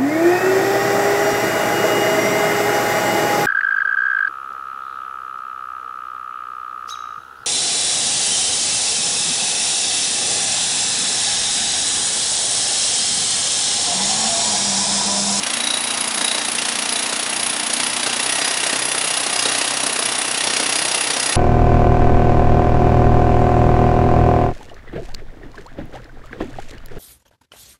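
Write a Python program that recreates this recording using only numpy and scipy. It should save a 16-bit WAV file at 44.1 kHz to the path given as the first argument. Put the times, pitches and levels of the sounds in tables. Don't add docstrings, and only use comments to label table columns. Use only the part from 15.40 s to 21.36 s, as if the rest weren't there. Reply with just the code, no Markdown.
import sys
import numpy as np
from scipy import signal
from scipy.fft import rfft, irfft
from scipy.io import wavfile
from scipy.ndimage import uniform_filter1d

SR = 44100
rng = np.random.default_rng(int(sys.argv[2]) if len(sys.argv) > 2 else 0)


def master_out(mix):
    frames = np.transpose(np.atleast_2d(mix))
    ceiling = np.clip(frames, -1, 1)
    pcm = np.round(ceiling * 32767).astype(np.int16)
    wavfile.write(sys.argv[1], SR, pcm)


N = 262836
TIME = np.arange(N) / SR
USUAL_SPEED, USUAL_FORCE_DB = 31, -22

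# t/s, speed/(blows per s)
PISTON_SPEED = [(0.0, 28.92), (0.38, 29.86), (0.76, 29.43), (1.52, 29.46), (2.03, 29.89), (2.28, 29.5),
                (2.41, 30.25), (2.79, 30.24), (2.92, 32.47), (3.68, 31.44), (4.44, 31.89), (4.57, 31.13),
                (5.45, 31.7), (5.96, 31.71)]
# t/s, level/dB
PUSH_FORCE = [(0.0, -22.5), (0.37, -22.5), (0.4, -27.5), (0.5, -22), (0.64, -24), (0.94, -22), (1.01, -24),
              (1.15, -25.2), (1.18, -22), (2.19, -23.6), (2.43, -20.5), (2.49, -24.5), (2.63, -21.0),
              (2.95, -23.5), (3.01, -18), (3.14, -23.5), (3.26, -19.5), (3.45, -25), (3.7, -20.5),
              (3.89, -24), (3.92, -19.5), (4.52, -23), (4.78, -21), (4.84, -23.5), (5.07, -21), (5.96, -22)]
# f/Hz, level/dB
HOUSING_HUM = [(90, -89), (118, -55.5), (127, -49.5), (150, -74), (185, -73), (207, -47), (222, -66),
               (235, -41.5), (245, -41), (254, -53.5), (268, -51), (287, -47), (298, -44.5), (318, -58)]

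# f/Hz, level/dB
AIR_TONE = [(25, -26), (50, -22.5), (100, -10), (170, -2), (400, -4.5), (750, 6.5), (1500, 2.5), (3000, -1),
            (5000, -7), (8000, -4), (11000, -8)]
RETURN_TONE = [(100, -19), (300, -4), (800, 2), (1500, -2), (4000, -4), (5500, -15), (8000, -2),
               (11000, -10)]
THUD_TONE = [(50, -39), (110, -18), (200, -6), (290, 1), (400, 0.5), (520, 1), (800, 0), (1100, -2.5),
             (2000, -6), (3500, -26)]
CHATTER_TONE = [(300, -27), (700, -6.5), (1200, 1.5), (2300, 4.5), (3200, 5), (4200, 5), (5300, 3.5),
                (7500, -1), (9000, 1), (11000, -14.5)]

# f/Hz, width/Hz, level/dB
ROD_NOTES = [(697, 70, -7), (2770, 160, 0), (3520, 110, -4), (4372, 40, -10), (6580, 70, -6),
             (6825, 40, -12), (8430, 140, -7), (8650, 40, -10)]
CLANK_NOTES = [(1877, 90, 0)]
CLANG_NOTES = [(3850, 110, 0), (3910, 110, 0)]
CLINK_NOTES = [(4955, 160, -1), (5560, 160, -5), (5778, 120, -2)]
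SHANK_NOTES = [(9428, 150, -5), (10030, 220, -7), (10260, 150, -3), (10500, 210, 0), (10681, 70, -6),
               (10900, 220, -10)]

# delay/s, rise/s, decay/s, level/dB
STEEL_BLOW = [(0.0, 0.0006, 0.0032, -0.5), (.0027, 0.00096, 0.012, -0.5)]
WALL_BLOW = [(0.0, 0.00042, 0.0022, 0), (.0042, 0.00075, 0.0039, 0)]

# t/s, f/Hz, level/dB
GLANCING_BLOWS = [(3.016, 4880, -18), (3.047, 5778, -22), (3.051, 4955, -18), (3.298, 1830, -25),
                  (3.329, 1850, -22), (3.329, 4975, -28), (4.056, 9440, -20), (4.120, 9440, -20),
                  (4.785, 9600, -16), (5.005, 1877, -22), (5.072, 5600, -18), (5.607, 1870, -22),
                  (5.735, 5778, -20), (5.891, 1855, -22)]
# t/s, level/dB
SOLID_BLOWS = [(0.808, -28), (0.945, -32), (0.978, -36), (1.724, -31), (2.396, -33.5), (2.662, -26),
               (3.326, -28), (3.544, -30), (3.86, -30), (4.053, -24), (4.431, -29), (4.589, -30),
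               (4.783, -35), (4.969, -43), (5.036, -32), (5.07, -31), (5.196, -24.5), (5.543, -27),
               (5.702, -30), (5.763, -30.5), (5.889, -34)]
# t/s, length/s, level/dB (relative to the push)
FREE_SPELLS = [(0.13, 0.12, -5), (0.25, 0.135, -2), (0.46, 0.076, -7), (0.79, 0.17, -3.5),
               (1.507, 0.08, -7), (4.04, 0.03, -5)]


def from_db(db):
    return 10 ** (np.asarray(db) / 20)


def rms_one(x):
    return x / np.sqrt(np.mean(x ** 2) + 1e-20)


def in_time(curve):
    return np.interp(TIME, *np.transpose(curve))


def drift(per_s):
    values = rng.standard_normal(512)
    return np.interp(TIME * per_s, np.arange(len(values)), values)


def coloured(x, tone):
    hz, db = np.transpose(tone)
    grid_hz = np.maximum(np.fft.rfftfreq(8192, 1 / SR), 1)
    gains = from_db(np.interp(np.log(grid_hz), np.log(hz), db))
    cepstrum = irfft(np.log(gains))
    cepstrum[1:] *= 2
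    cepstrum[len(cepstrum) // 2:] = 0
    response = irfft(np.exp(rfft(cepstrum)))
    return rms_one(signal.fftconvolve(x, response)[:N])


def ringing(hits, notes, vary_db):
    out = 0
    for k, (hz, width, db) in enumerate(notes):
        fade = np.exp(-np.pi * width / SR)
        feedback = [1, -2 * fade * np.cos(2 * np.pi * hz / SR), fade * fade]
        note = rms_one(signal.lfilter([1, 0, -1], feedback, hits))
        out = out + (-1) ** k * from_db(db + vary_db * drift(per_s=30)) * note
    return rms_one(out)


def strokes(cycles, spread_db, jitter_s):
    at = np.flatnonzero(np.diff(np.floor(cycles)) > 0)
    strength, lateness = rng.standard_normal((len(at), 2)).T
    at = at + (lateness * jitter_s * SR).astype(int)
    clicks = np.zeros(N)
    clicks[np.clip(at, 0, N - 1)] = from_db(spread_db * strength)
    return clicks


def blow_shape(stages):
    force = 0
    for delay, rise, decay, db in stages:
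        age = np.maximum(TIME[:SR // 20] - delay, 0)
        force = force + from_db(db) * (1 - np.exp(-age / rise)) * np.exp(-age / decay)
    return force


def contacts(blows, stages, repeat, grain_db):
    shape = blow_shape(stages)
    same = signal.fftconvolve(blows, shape * rng.standard_normal(len(shape)))[:N]
    grains = from_db(grain_db * rms_one(uniform_filter1d(rng.standard_normal(N), size=30)))
    fresh = signal.fftconvolve(blows, shape)[:N] * grains * rng.standard_normal(N)
    return np.sqrt(repeat) * rms_one(same) + np.sqrt(1 - repeat) * rms_one(fresh)


def flushing_air(speed):
    return from_db(-28 + 0.34 * (speed - USUAL_SPEED)) * coloured(rng.standard_normal(N), AIR_TONE)


def hall_echoes(x, fade_s, treble_hz):
    age, out = TIME[:SR], 0
    walls = signal.butter(1, treble_hz, fs=SR, output="sos")
    running = np.r_[x[SR:2 * SR], x]
    for position in np.eye(6):
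        tail = rng.standard_normal(SR) * from_db(-60 * age / fade_s) * (age > .012)
        tail = signal.sosfilt(walls, tail / np.linalg.norm(tail))
        share = np.interp(TIME, np.linspace(0, TIME[-1], len(position)), position)
        out = out + np.sqrt(share) * signal.fftconvolve(running, tail)[SR:SR + N]
    return out


def oil_hum(cycles, speed, valve_lag, waver_db):
    hz, db = np.transpose(HOUSING_HUM)
    out = 0
    for k in range(3, 11):
        level_db = np.interp(k * speed, hz, db) + waver_db * drift(per_s=7.3)
        out = out + np.sqrt(2) * from_db(level_db) * np.cos(2 * np.pi * k * (cycles - valve_lag))
    return out


def piston_return(cycles, rise_s, decay_s):
    stops = strokes(cycles - .49, spread_db=1.5, jitter_s=.0004)
    hits = contacts(stops, [(0, rise_s, decay_s, 0)], repeat=0.11, grain_db=0.5)
    return from_db(-37) * coloured(hits, RETURN_TONE)


def glancing_chinks(rise_s, decay_s):
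    out, age = np.zeros(N), TIME[:SR // 10]
    shape = (1 - np.exp(-age / rise_s)) * np.exp(-age / decay_s)
    for start, hz, db in GLANCING_BLOWS:
        at = int(start * SR)
        ring = from_db(db) * shape * np.sin(2 * np.pi * hz * age)
        out[at:at + len(age)] += ring[:N - at]
    return out


def solid_knocks():
    blows = np.zeros(N)
    for start, db in SOLID_BLOWS:
        blows[int(start * SR)] = from_db(db)
    force = signal.fftconvolve(blows, blow_shape(STEEL_BLOW))[:N] * rng.standard_normal(N)
    thump = from_db(7) * coloured(force, THUD_TONE)
    crack = from_db(5) * coloured(force, CHATTER_TONE)
    return np.std(force) * (thump + crack)


def wall_thud(cycles, extra_speed, force_db):
    blows = strokes(cycles + .025, spread_db=0.8, jitter_s=.00019)
    hits = contacts(blows, WALL_BLOW, repeat=0.19, grain_db=2.5)
    level_db = -35 + 1.2 * extra_speed + 0.9 * (force_db - USUAL_FORCE_DB)
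    return from_db(level_db) * coloured(hits, THUD_TONE)


def shank_zing(blows, extra_speed):
    uneven = from_db(1.35 * np.clip(rng.standard_normal(N), -2, 2))
    hits = contacts(blows * uneven, STEEL_BLOW, repeat=0.054, grain_db=0)
    return from_db(-26.5 + 0.3 * extra_speed) * ringing(hits, SHANK_NOTES, vary_db=1.7)


def rod_clang(cycles, gripped_db, slip_s):
    level = from_db(gripped_db)
    for start, length, db in FREE_SPELLS:
        end = start + length
        free = np.interp(TIME, [start - slip_s, start, end, end + slip_s], [0, 1, 1, 0])
        level = np.maximum(level, from_db(db) * free)
    clashes = strokes(cycles - .07, spread_db=1.2, jitter_s=.0004)
    return level * ringing(clashes, CLANG_NOTES, vary_db=1.5)


def rod_rattle(blows, extra_speed):
    in_chuck = contacts(blows, STEEL_BLOW, repeat=0.044, grain_db=2.5)
    chatter = from_db(-3) * coloured(in_chuck, CHATTER_TONE)
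    hits = contacts(blows, STEEL_BLOW, repeat=0.048, grain_db=2)
    ring = from_db(-8) * ringing(hits, ROD_NOTES, vary_db=2.5)
    clank = from_db(-16.5 + 2 * extra_speed) * ringing(hits, CLANK_NOTES, vary_db=1.5)
    clink = from_db(-10.5) * ringing(hits, CLINK_NOTES, vary_db=3.5)
    return chatter + ring + clank + clink


def hammering(cycles, speed):
    force_db = in_time(PUSH_FORCE)
    extra_speed = speed - USUAL_SPEED
    blows = strokes(cycles, spread_db=0.87, jitter_s=.0002)
    rattle = rod_rattle(blows, extra_speed)
    zing = shank_zing(blows, extra_speed)
    thud = wall_thud(cycles, extra_speed, force_db)
    clang = rod_clang(cycles, gripped_db=-17, slip_s=0.011)
    return from_db(force_db - 1) * (rattle + clang) + zing + thud + solid_knocks()


def scene():
    speed = in_time(PISTON_SPEED)
    cycles = .15 + np.cumsum(speed) / SR
    impacts = hammering(cycles, speed)
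    impacts += piston_return(cycles, rise_s=0.00065, decay_s=0.0026)
    impacts += glancing_chinks(rise_s=0.0014, decay_s=0.014)
    echoes = from_db(-4.5) * hall_echoes(impacts, fade_s=0.9, treble_hz=8000)
    hum = oil_hum(cycles, speed, valve_lag=0.448, waver_db=2)
    return (impacts + echoes + hum + flushing_air(speed))[None]


def record(dry):
    cutoff_hz, peak_limit = 11040, .5
    treble_cut = signal.firwin(1001, cutoff_hz, window=("kaiser", 10), fs=SR)[None]
    heard = signal.fftconvolve(dry, treble_cut, "same")
    rounded = heard / (1 + (heard / peak_limit) ** 6) ** (1 / 6)
    return signal.fftconvolve(rounded, treble_cut, "same")


dry = scene()
out = record(dry)
master_out(out)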